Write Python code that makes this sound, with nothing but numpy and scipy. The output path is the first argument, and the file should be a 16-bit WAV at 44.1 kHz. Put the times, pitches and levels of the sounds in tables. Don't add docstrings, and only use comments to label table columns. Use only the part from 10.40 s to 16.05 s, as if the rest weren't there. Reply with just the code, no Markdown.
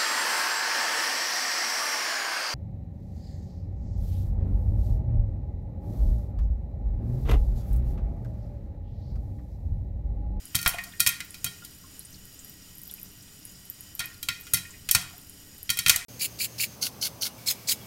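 import sys
import numpy as np
from scipy import signal
from scipy.fft import rfft, irfft, next_fast_len
from scipy.io import wavfile
from scipy.ndimage import map_coordinates

SR = 44100
rng = np.random.default_rng(int(sys.argv[2]) if len(sys.argv) > 2 else 0)


def file_out(sig):
    cols = np.atleast_2d(sig).T
    lim = np.clip(cols, -1, 1)
    pcm = np.round(lim * 32767).astype(np.int16)
    wavfile.write(sys.argv[1], SR, pcm)


N = 249165


def amp(db):
    return 10 ** (np.asarray(db) / 20)


def unit(x):
    return x / np.sqrt(np.mean(x ** 2) + 1e-20)


def along(points, hz):
    f, values = np.transpose(points)
    return np.interp(np.log(hz + 1), np.log(f), values)


def add(track, s, sound):
    i = max(round(s * SR), 0)
    track[i:i + len(sound)] += sound[:max(len(track) - i, 0)]


def filtered(x, gain):
    m = next_fast_len(len(x) + 8192)
    return irfft(rfft(x, m) * gain(np.fft.rfftfreq(m, 1 / SR)), m)[:len(x)]


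def coloured(x, level):
    m = 2 * next_fast_len(len(x) // 2 + 1024)
    cepstrum = irfft(np.log(amp(level(np.fft.rfftfreq(m, 1 / SR)))), m)
    cepstrum[1:m // 2] *= 2
    cepstrum[m // 2 + 1:] = 0
    return irfft(rfft(x, m) * np.exp(rfft(cepstrum)), m)[:len(x)]


def fade(t, t60):
    return np.exp(-np.log(1000) * t / t60)


def wobble(rate):
    knots = rng.standard_normal(int(N * rate / SR) + 4)
    return map_coordinates(knots, [np.arange(N) * rate / SR])


# frequency in Hz, relative density in dB per Hz.
BURNER_COLOUR = [(20, 6.5), (50, 4.5), (100, 6.5), (200, 1), (300, -10), (500, -12), (1100, -17),
                 (2000, -15), (4000, -13), (6000, -14.5), (8000, -11.5), (10400, -13.5), (12500, -11.5),
                 (15800, -14.5)]
# frequency in Hz, width in Hz, lift in dB.
JET_RESONANCES = [(86.6, 13.4, 4), (185.9, 2.8, 14.5), (269.3, 15, 10), (306.2, 32, 12.5), (411.2, 16, 11),
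                  (1436, 280, 4), (1909, 53, 11), (2530, 27, 8), (2820, 20, 12), (3012, 140, 10.5),
                  (4857, 96, 13), (5075, 110, 9), (5374, 140, 9), (5725, 95, 14), (6745, 23, 14),
                  (6850, 130, 9), (7130, 69, 13), (8400, 200, 6)]
# time in seconds, rumble gain in dB.
FLAME_DRIFT = [(0, 0.5), (.8, -0.5), (1.4, 0), (2.1, 0), (2.6, -1.5), (3.4, -2), (4.4, 0.5), (5.1, -1.5),
               (5.65, -2)]


def burner(level_db=-49.0, rumble_flutter_db=-1.2, hiss_flutter_db=.7, rumble_top_hz=350):
    def gas_gain(f):
        peaks_db = sum(db / (1 + (2 * (f - hz) / width) ** 2) for hz, width, db in JET_RESONANCES)
        return amp(along(BURNER_COLOUR, f) + peaks_db)

    gas = unit(filtered(rng.standard_normal(N), gas_gain))
    rumble = filtered(gas, lambda f: 1 / (1 + (f / rumble_top_hz) ** 4))
    hiss = gas - rumble
    drift_db = np.interp(np.arange(N) / SR, *np.transpose(FLAME_DRIFT))
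    rumble_db = drift_db + rumble_flutter_db * wobble(7.3)
    hiss_db = hiss_flutter_db * wobble(11)
    return amp(level_db) * (hiss * amp(hiss_db) + rumble * amp(rumble_db))


# frequency in Hz, t60 in seconds.
KITCHEN_DECAY = [(200, 0.53), (1100, 0.57), (3000, 0.35), (8000, 0.33), (15000, 0.15)]


def room_tail(t, build):
    hz, frames, z = signal.stft(rng.standard_normal(len(t)), SR, nperseg=256)
    decay = fade(frames, along(KITCHEN_DECAY, hz)[:, None])
    tail = signal.istft(z * decay, SR, nperseg=256)[1]
    return tail[:len(t)] * (1 - np.exp(-t / build))


def tick(hz, swell=0.00015):
    t = np.arange(SR // 200) / SR
    return t / swell * np.exp(1 - t / swell) * np.sin(2 * np.pi * hz * t)


def droplets(count, start, length, db, spread_db):
    return [(start + length * when, db + spread_db * (2 * size - 1))
            for when, size in rng.random((count, 2))]


SPIT_HZ = 12500
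SIZZLE_DB = -43
FLURRY_S, FLURRY_LENGTH_S, FLURRY_DB = 2.51, .32, -46
# start in seconds, relative level in dB.
SPITS = [(0.0552, -38.5), (0.907, -40), (1.5941, -35.5), (2.3825, -41), (2.4347, -38), (2.4779, -38),
         (2.513, -37), (2.5394, -34), (2.631, -35), (3.0528, -36.5), (3.3, -30), (3.4082, -38),
         (3.552, -34), (3.6579, -32.5), (4.011, -39), (4.781, -43), (5.2308, -34.5)]


def oil(spit_db=13, stray_db=-44, spread_db=4, pitch_spread=0.093, near_db=-27, near_t60=0.047,
        room_db=-38, count=260):
    out, t = np.zeros(N), np.arange(SR // 4) / SR
    flurry = droplets(14, FLURRY_S - FLURRY_LENGTH_S / 2, FLURRY_LENGTH_S, FLURRY_DB, spread_db)
    strays = droplets(12, 0, N / SR, stray_db, spread_db)
    for s, db in SPITS + flurry + strays:
        hz = SPIT_HZ * np.exp(pitch_spread * rng.standard_normal())
        add(out, s, amp(db + spit_db) * tick(hz))

    times = rng.uniform(0, N / SR, count)
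    for s, size, pitch in zip(times, rng.standard_normal(count), rng.standard_normal(count)):
        db = SIZZLE_DB + spread_db * np.tanh(size)
        add(out, s, amp(db) * tick(SPIT_HZ * np.exp(.12 * pitch)))

    near = amp(near_db) * rng.standard_normal(len(t)) * fade(t, near_t60)
    room = amp(room_db) * room_tail(t, build=0.011)
    return out + signal.fftconvolve(out, near + room)[:N]


# start in seconds, level in dB, pitch in Hz.
CRACKLES = [(1.605, -46.5, 4300), (1.65, -40.5, 9400), (1.743, -46, 4570), (1.991, -42, 7500),
            (2.497, -43.5, 3600), (2.583, -47.5, 2580), (4.306, -42, 7300)]


def hulls(level_db=-53, spread_db=3, pitch_hz=6200, t60=0.063, count=70):
    out, t = np.zeros(N), np.arange(SR // 16) / SR
    times = rng.uniform(0, N / SR, count)
    faint = [(s, level_db + spread_db * np.tanh(size), pitch_hz * np.exp(.35 * pitch))
             for s, size, pitch in zip(times, rng.standard_normal(count), rng.standard_normal(count))]
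    for s, db, centre in CRACKLES + faint:
        noise = rng.standard_normal(len(t))
        band = unit(filtered(noise, lambda hz: 1 / (1 + ((hz / centre - 1) / 0.1) ** 2)))
        add(out, s, amp(db) * band * fade(t, t60))
    return out


# frequency in Hz, relative level in dB, t60 in seconds.
POT_MODES = [(697, -3, 0.082), (720, -9, 0.18), (1071, -7.5, 0.12), (1409.6, 6.5, 0.15), (1862, -2, 0.31),
             (2033, -6, 0.067), (2284, -9.5, 0.24), (2482, 5.5, 0.11), (3198, 2.5, 0.053),
             (3470, -17.5, 0.052), (3810, -6, 0.17), (3937, -3.5, 0.24), (4477, 2, 0.092),
             (4960, -26, 0.57), (5300, -1.5, 0.16), (5600, -3.5, 0.15), (5940, -18, 0.14), (6240, -5, 0.2),
             (6860, -10.5, 0.16), (7430, -13, 0.18), (8380, -12.5, 0.33), (9300, -9, 0.22),
             (9970, 0, 0.087), (10960, -4, 0.19), (11600, -13, 0.082)]


def resonances(f, spot_db, width=0.0099, valley=0.0034, lift_db=6, overlap_hz=7500):
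    hz, db, _ = np.transpose(POT_MODES)[:, :, None]
    peaks = amp(db + spot_db) ** 2 / (1 + (2 * (f - hz) / (width * hz)) ** 2)
    power = valley + np.sum(peaks, axis=0)
    return (10 * np.log10(power) + lift_db) / (1 + (f / overlap_hz) ** 4)


# frequency in Hz, gain in dB.
SHELL_COLOUR = [(100, 13), (350, -14.5), (520, -4), (680, -4.5), (950, 1), (1400, -0.5), (2400, 0),
                (3400, 1.5), (5000, -1), (7000, -0.5), (9700, 0), (10400, -9), (11800, 2), (14000, -5),
                (16000, -4.5)]


def strike(force, hollow, ring_db, hold=0.0018, crack_t60=0.065, treble_t60=0.022, treble_db=2,
           split_hz=7000, room_db=-12, damped_db=10, spot_db=1.5, detune=0.00333):
    t = np.arange(SR * 3 // 10) / SR
    white = rng.standard_normal(len(t))
    body = signal.sosfilt(signal.butter(2, split_hz, fs=SR, output="sos"), white)
    treble = signal.sosfilt(signal.butter(2, split_hz, "high", fs=SR, output="sos"), white)
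    late = np.maximum(t - hold, 0)
    crack = body * fade(late, crack_t60) - amp(treble_db) * treble * fade(late, treble_t60)

    spot, shift, side = rng.standard_normal((3, len(POT_MODES), 1))

    def colour(hz):
        return force(hz) + along(SHELL_COLOUR, hz) + hollow * resonances(hz, spot_db * spot)

    noise = coloured(crack + amp(room_db) * room_tail(t, build=0.00093), colour)
    hz, db, t60 = np.transpose(POT_MODES)[:, :, None]
    strength = amp(db + force(hz) + spot_db * spot) * np.sign(side)
    modes = strength * np.sin(2 * np.pi * hz * (1 + detune * shift) * t) * fade(t, t60)
    return noise + amp(ring_db - damped_db * (1 - hollow)) * modes.sum(axis=0)


KNOCK_HZ = 794
# lowest, pivot and highest frequency of the tilt, in Hz.
TILT_HZ = (2040, 5100, 12100)


def blow(db, tilt, hollow, knock_db):
    low, pivot, high = TILT_HZ

    def force(hz):
        slope_db = tilt * np.log2(np.clip(hz, low, high) / pivot)
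        return db + slope_db + along([(KNOCK_HZ, knock_db), (low, 0)], hz)

    return strike(force, np.clip(hollow, 0, 1), ring_db=-21.0)


# start in seconds, relative level in dB, tilt in dB per octave,
# hollow from 0 to 1, low knock in dB, relative level of the puff of steam in dB.
POPS = [(0.1472, -23, -3.5, 0.73, -5, -37), (0.261, -14.5, -8, 0.57, -2.5, -49),
        (0.597, -24, -3, 0.85, -38, -46), (0.6634, -12, -5, 0.57, -16, -46.5),
        (1.0438, -19.5, 2.5, 0.8, 0, -43), (3.593, -22.5, -1, 1, -12, -48.5),
        (3.8864, -16.5, -5.5, 0.73, -22.5, -47.5), (4.1356, -14, 4.5, 1, -3.5, -39),
        (4.5487, -8, -1.5, 0.48, -8.5, -38), (5.293, -20.5, -6.5, 1, -30, -45.5),
        (5.389, -15.5, -1, 0.88, -17.5, -50.5), (5.4624, -14.5, -6.5, 0.53, -17.5, -41.5)]
# start in seconds, relative level in dB, tilt in dB per octave, hollow from 0 to 1.
RICOCHETS = [(0.1527, -16, 2, 0.6), (0.163, -23.5, 0.5, 0.5), (0.189, -27.5, -3.5, 1),
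             (0.214, -32.5, 4, .7), (0.2282, -28, 1.5, 0.8), (0.2496, -29.5, -3, 1),
             (0.2766, -19.5, 7, 0.96), (0.2918, -27, 7.5, .9), (0.385, -33, -8, 0.3), (0.438, -35, 3.5, 1),
             (0.603, -10.5, 1.5, 0.82), (0.6722, -13, 2, 0.8), (0.69, -23, 5, 0.8),
             (0.804, -29, -3.5, 0.37), (0.943, -34.5, -2, 0.76), (1.064, -27, -4.5, 1),
             (1.2483, -36, 3.5, 0.64), (3.603, -22.5, -7.5, 0.6), (3.64, -43, -12.5, 0.6),
             (3.8285, -25.5, 1, 0.8), (4.068, -36.5, -4, .85), (4.143, -15.5, 0, 0.92),
             (4.17, -25, -2.5, 0.5), (4.489, -20.5, -2, 0.33), (4.5116, -13.5, 5, 0.74),
             (5.3017, -14.5, 1, 0.77), (5.3719, -23.5, -0.5, 1), (5.471, -22, -3, 0.8),
             (5.482, -15, 0.5, 0.65), (5.4954, -5, -0.5, 0.39), (5.56, -21, 4, 0)]


def kernels(ricochet_knock_db=-12, hard_knock_db=-1):
    out = np.zeros(N)
    for s, db, tilt, hollow, knock_db, _ in POPS:
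        add(out, s, blow(db, tilt, hollow, knock_db))
    for s, db, tilt, hollow in RICOCHETS:
        knock_db = ricochet_knock_db + hard_knock_db * max(tilt, 0)
        add(out, s, blow(db, tilt, hollow, knock_db))
    return out


# frequency in Hz, relative level in dB, t60 in seconds.
BOOM_MODES = [(55, -41, 0.049), (85, 9, 0.07), (89.3, -14.5, 1), (117.7, 5, 0.16), (132.8, -4.5, 0.4),
              (176, -3.5, 0.36), (250.4, -4, 0.11)]


def puffs(level_db=3, rise=0.0026, lag=0.0034):
    out, t = np.zeros(N), np.arange(SR * 2 // 3) / SR
    boom = sum(amp(db) * np.sin(2 * np.pi * hz * t) * fade(t, t60) for hz, db, t60 in BOOM_MODES)
    shove = -boom * (1 - np.exp(-t / rise))
    for s, *_, db in POPS:
        add(out, s + lag, amp(db + level_db) * shove)
    return out


RATTLE_FROM_S, RATTLE_FOR_S, RATTLE_DB, RATTLE_LOSS_DB_PER_S = .012, .08, -20.5, 138
RATTLE_HOLLOW = .5


def rattle(tilt=1, knock_db=-10, spread_db=3, count=4):
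    out = np.zeros(N)
    for s, db, *_ in POPS:
        hit = blow(db + RATTLE_DB, tilt, RATTLE_HOLLOW, knock_db)
        for when, size in rng.random((count, 2)):
            flight = RATTLE_FOR_S * when
            hit_db = spread_db * (2 * size - 2.5) - RATTLE_LOSS_DB_PER_S * flight
            add(out, s + RATTLE_FROM_S + flight, amp(hit_db) * hit)
    return out


SETTLE_FROM_S, SETTLE_FOR_S, SETTLE_DB, SETTLE_HZ = .07, .15, -39, 1700


def settling(spread_db=3, spread_octaves=0.92, count=1):
    rows = []
    for s, *_ in POPS:
        for when, size, pitch in rng.random((count, 3)):
            db = SETTLE_DB + spread_db * (2 * size - 1)
            hz = SETTLE_HZ * 2 ** (spread_octaves * (2 * pitch - 1))
            rows.append((s + SETTLE_FROM_S + SETTLE_FOR_S * when, db, hz))
    return rows


# start in seconds, relative level in dB, pitch in Hz.
TAPS = [(0.336, -21.5, 2820), (0.344, -14, 700), (0.384, -16.5, 1970), (0.468, -28.5, 750),
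        (0.536, -31.5, 1870), (0.804, -21, 2070), (1.438, -34, 1110), (4.251, -27.5, 2000),
        (4.339, -33, 2060), (4.58, -20, 710), (4.705, -33, 1090), (4.73, -29, 760), (5.505, -31, 730),
        (5.525, -18, 2200), (5.541, -15.5, 1950), (5.558, -19, 740), (5.61, -22, 2080)]


def tumbles(level_db=2, octaves=0.51, skirt_db=30, hollow=0.52, ring_db=-15):
    out = np.zeros(N)
    for s, db, pitch in TAPS + settling():
        def force(hz):
            distance = np.log2((hz + 1) / pitch) / octaves
            return db + level_db - skirt_db * np.tanh(distance ** 2)

        add(out, s, strike(force, hollow, ring_db))
    return out


def scene():
    corn = kernels() + rattle() + tumbles() + puffs()
    return (corn + oil() + hulls() + burner())[None]


TOP_HZ = 15900


def record(dry):
    rounded = dry / (1 + (dry / .9) ** 6) ** (1 / 6)
    return np.array([filtered(channel, lambda hz: 1 / (1 + (hz / TOP_HZ) ** 160)) for channel in rounded])


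dry = scene()
out = record(dry)
file_out(out)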